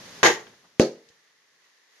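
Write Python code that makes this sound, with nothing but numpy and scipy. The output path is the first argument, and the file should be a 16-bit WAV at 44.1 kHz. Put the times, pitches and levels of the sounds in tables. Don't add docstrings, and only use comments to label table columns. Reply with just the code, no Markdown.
import sys
import numpy as np
from scipy import signal
from scipy.fft import rfft, irfft
from scipy.io import wavfile

SR = 44100
rng = np.random.default_rng(int(sys.argv[2]) if len(sys.argv) > 2 else 0)


def master(y):
    cut = np.clip(np.atleast_2d(y).T, -1, 1)
    pcm = np.round(cut * 32767)
    wavfile.write(sys.argv[1], SR, pcm.astype(np.int16))


N = 88200
T = np.arange(N) / SR
HZ = np.maximum(np.fft.rfftfreq(N, 1 / SR), 1)

# start_s, shock_db, shock_length_s, room_db, room_swell_s
CRACK = (0.2306, -2, 0.0007, -10.9, 0.031)
BURST = (0.7969, -6, 0.0003, -20, 0.011)
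# pitch_hz, relative_db, t60_s
TRAY_MODES = [(850, -2, 0.26), (1121, -4, 0.22), (1873, 2, 0.17), (1927, 0, 0.18), (2027, -1.5, 0.18),
              (4668, -10, 0.22), (6102, -5.5, 0.22), (6690, -10, 0.22)]


def from_db(db):
    return 10 ** (np.asarray(db) / 20)


def rms_one(x):
    return x / np.sqrt(np.mean(x ** 2) + 1e-20)


def at_hz(points, hz):
    freqs, values = np.transpose(points)
    return np.interp(np.log(hz), np.log(freqs), values)


def fader(points):
    return from_db(np.interp(T, *np.transpose(points)))


def decay(age, t60):
    return from_db(-60 * np.maximum(age, 0) / t60)


def wander(rate_hz):
    return np.interp(T * rate_hz, np.arange(N), np.clip(rng.standard_normal(N), -2, 2))


def filtered(x, order, hz, kind):
    return signal.sosfilt(signal.butter(order, hz, kind, fs=SR, output="sos"), x)


def band_of(x, low_hz, high_hz):
    return rms_one(filtered(x, 2, [low_hz, high_hz], "band"))


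def coloured(x, colour):
    return rms_one(irfft(rfft(x) * from_db(at_hz(colour, HZ)), N))


def diffuse():
    # freq_hz, correlation
    likeness = [(100, 0.97), (350, 0.93), (550, 0.82), (850, 0.5), (2000, 0.35), (3300, 0.05)]
    mid, side = rfft(rng.standard_normal((2, N)))
    alike = at_hz(likeness, HZ)
    return irfft(np.sqrt(1 + alike) * mid + np.sqrt(1 - alike) * side * [[1], [-1]], N)


def fizz():
    # time_s, level_db
    hiss_level = [(0, -47.6), (0.2, -46.3), (0.3, -53), (0.55, -59.5), (0.75, -63.6), (1.1, -62.8),
                  (1.35, -65.6), (1.58, -65.2), (1.65, -62.8), (1.72, -64.2), (1.89, -64.2), (1.96, -60.2)]
    # freq_hz, relative_db
    colour = [(60, -36), (200, -19), (420, -4), (700, -9.5), (1100, -4.5), (1400, -6), (1800, -1.5),
              (2500, -6.5), (4000, -5.5), (6600, -6.3), (7700, -20), (12000, -19)]
    pops_per_s, spread_db = 900, 3.5
    sizes = from_db(spread_db * np.minimum(rng.exponential(1, (2, N)), 5))
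    signs = rng.choice([-1, 1], (2, N))
    clicks = sizes * signs * (rng.random((2, N)) < pops_per_s / SR)
    pops = from_db(-9) * coloured(clicks, colour)
    spill = from_db(-6) * (T > BURST[0]) * band_of(diffuse(), 1730, 2060)
    hiss = coloured(diffuse(), colour)
    return fader(hiss_level) * (hiss + pops + spill)


def rustle():
    # time_s, level_db
    rustle_level = [(0, -52), (0.22, -53), (0.42, -60), (0.49, -55), (0.58, -72), (0.62, -72), (0.65, -65),
                    (0.69, -73), (1.15, -77), (1.25, -85), (1.65, -84), (1.8, -100)]
    # freq_hz, relative_db
    colour = [(30, -19), (90, -8), (160, 2), (300, -5), (450, -4), (900, -10), (2500, -35)]
    return fader(rustle_level) * coloured(diffuse(), colour)


def shock(start, db, length):
    # delay_s, relative_db
    bounces = [(0.0027, -7), (0.005, -9)]
    lag_s = np.array([[0], [0.0001]])
    out = np.zeros((2, N))
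    for delay, bounce_db in [(0, 0)] + bounces:
        progress = (T - start - delay - lag_s) / length
        out += from_db(db + bounce_db) * (1 - 2 * progress) * ((progress >= 0) & (progress < 1))
    return filtered(out, 2, 6000, "low")


def rippled(x):
    depth_db, spacing_hz = 3.2, 55
    knots = np.arange(2000) * spacing_hz
    ripple = np.interp(HZ, knots, np.clip(rng.standard_normal(len(knots)), -2, 2))
    return irfft(rfft(x) * from_db(depth_db * ripple * (HZ > TRAY_MODES[0][0])), N)


def room(start, db, swell_s, colour):
    # freq_hz, t60_s
    decay_times = [(50, 0.25), (170, 0.29), (400, 0.27), (1000, 0.26), (2200, 0.24), (6000, 0.245)]
    ragged_db, swell_db_per_s, attack_s = 1.8, 90, 0.002
    spectrum = rfft(coloured(rippled(diffuse()), colour))
    age, out = T - start, 0
    late = from_db(-35) * decay(age, t60=0.9)
    for k, (_, t60) in enumerate(decay_times):
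        band = at_hz([(hz, j == k) for j, (hz, _) in enumerate(decay_times)], HZ)
        early = decay(age - swell_s, t60) * from_db(ragged_db * wander(rate_hz=250))
        out += irfft(spectrum * band, N) * (early + late)
    swell_db = swell_db_per_s * np.minimum(age - swell_s, 0)
    return from_db(db + swell_db) * np.clip(age / attack_s, 0, 1) * out


def bang(event, colour):
    # freq_hz, left_minus_right_db
    balance = [(550, -0.5), (850, 1.5), (1900, 2), (2800, -1), (6000, -4), (8500, -1)]
    start, shock_db, length, room_db, swell_s = event
    sound = shock(start, shock_db, length) + room(start, room_db, swell_s, colour)
    pan = from_db(at_hz(balance, HZ) * np.array([[.5], [-.5]]))
    return irfft(rfft(sound) * pan, N)


def crack():
    # freq_hz, relative_db
    colour = [(35, -38), (90, -25), (140, -14), (290, -14), (335, 2), (480, 0.5), (610, -7), (800, -1),
              (1350, -10), (1900, 1), (2350, -9.5), (4500, -14.3), (6600, -10.5), (7700, -30),
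              (11000, -30.5)]
    return bang(CRACK, colour)


def tray_ring():
    ring_db, build_s = -24, 0.03
    age, out = T - CRACK[0], 0
    for hz, db, t60 in TRAY_MODES:
        phase = rng.uniform(0, 2 * np.pi) + rng.standard_normal((2, 1))
        out += from_db(ring_db + db) * np.sin(2 * np.pi * hz * age + phase) * decay(age - build_s, t60)
    return out * np.clip(age / build_s, 0, 1)


def bright_snaps():
    # start_s, level_db
    snaps = [(0.2305, -13), (0.262, -18), (0.7968, -10.5)]
    # freq_hz, relative_db
    colour = [(300, -6), (900, 10), (1450, -7), (2800, 3), (3800, -3), (6500, -3), (7800, -19)]
    envelope = sum(from_db(db) * (T >= start) * decay(T - start, t60=0.009) for start, db in snaps)
    return envelope * coloured(diffuse(), colour)


def boom():
    # pitch_hz, relative_db, t60_s
    modes = [(150, -16, 0.28), (199, -11, 0.2), (235, -1, 0.22), (333, 1.5, 0.24), (366, 0, 0.24),
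             (417, -2.5, 0.31), (463, -16, 0.5), (522, 1, 0.25), (592, -1.5, 0.18), (662, -6, 0.18)]
    # start_s, level_db
    kicks = [(0.2335, -28), (0.8022, -17.8)]
    waver, build_s = 0.015, 0.012
    out = np.zeros(N)
    for start, kick_db in kicks:
        age = np.maximum(T - start, 0)
        for k, (hz, db, t60) in enumerate(modes):
            slosh = 1 + waver * wander(rate_hz=25)
            cycles = np.cumsum(hz * slosh * (age > 0)) / SR
            ring = np.sin(2 * np.pi * cycles) * decay(age, t60) * np.minimum(age / build_s, 1)
            out += (-1) ** k * from_db(kick_db + db) * ring
    return out


def dull_smacks():
    # start_s, level_db
    smacks = [(0.2515, -13), (0.8035, -20), (0.826, -20)]
    band_hz, attack_s = (400, 760), 0.002
    envelope = 0
    for start, db in smacks:
        age = T - start
        envelope += from_db(db) * np.clip(age / attack_s, 0, 1) * decay(age, t60=0.05)
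    return envelope * band_of(band_of(diffuse(), *band_hz), *band_hz)


def ticks():
    # start_s, level_db, pitch_hz, rise_s
    events = [(0.415, -50, 1000, 0.002), (0.467, -47, 2200, 0.003), (0.533, -57, 1100, 0.005),
              (0.635, -59, 800, 0.02), (0.955, -56, 2000, 0.002), (1.0878, -52, 6800, 0.001),
              (1.093, -62, 230, 0.012), (1.2735, -64, 2500, 0.001), (1.418, -64, 2000, 0.001),
              (1.6195, -61.5, 2000, 0.001), (1.662, -62, 1900, 0.001)]
    noise = filtered(diffuse(), 8, 6800, "low")
    out = 0
    for start, db, hz, rise in events:
        snap = band_of(noise, hz * .55, hz * 1.6)
        since_peak = T - start - rise
        room_tail = from_db(-12) * decay(since_peak, t60=0.22)
        fall = decay(since_peak, t60=0.022) + room_tail
        out += from_db(db) * snap * np.clip(1 + since_peak / rise, 0, 1) * fall
    return out


def burst():
    # freq_hz, relative_db
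    colour = [(35, -26), (105, -25), (150, -6), (330, 2), (590, 4.5), (780, -7), (1100, -16), (1700, -13),
              (2700, -17.5), (3600, -19.5), (4400, -10), (5300, -17), (6400, -13.5), (7600, -30),
              (11000, -36)]
    return bang(BURST, colour)


def thump():
    start_s, swing_hz, puff_hz = 0.7975, 330, 55
    age = np.maximum(T - start_s, 0)
    one_cycle = -np.sin(2 * np.pi * np.minimum(age * swing_hz, 1))
    swing = filtered(one_cycle, 1, 130, "high")
    puff = np.sin(2 * np.pi * puff_hz * age) * decay(age, t60=0.07)
    return from_db(0.5) * swing + from_db(-29) * puff


def scene():
    bangs = crack() + tray_ring() + burst() + bright_snaps() + dull_smacks() + thump() + boom()
    return bangs + fizz() + rustle() + ticks()


def record(dry):
    ceiling, cutoff_hz = 1.1, 12500
    rounded = dry / (1 + (dry / ceiling) ** 4) ** .25
    return signal.sosfilt(signal.ellip(10, .2, 80, cutoff_hz, fs=SR, output="sos"), rounded)


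dry = scene()
out = record(dry)
master(out)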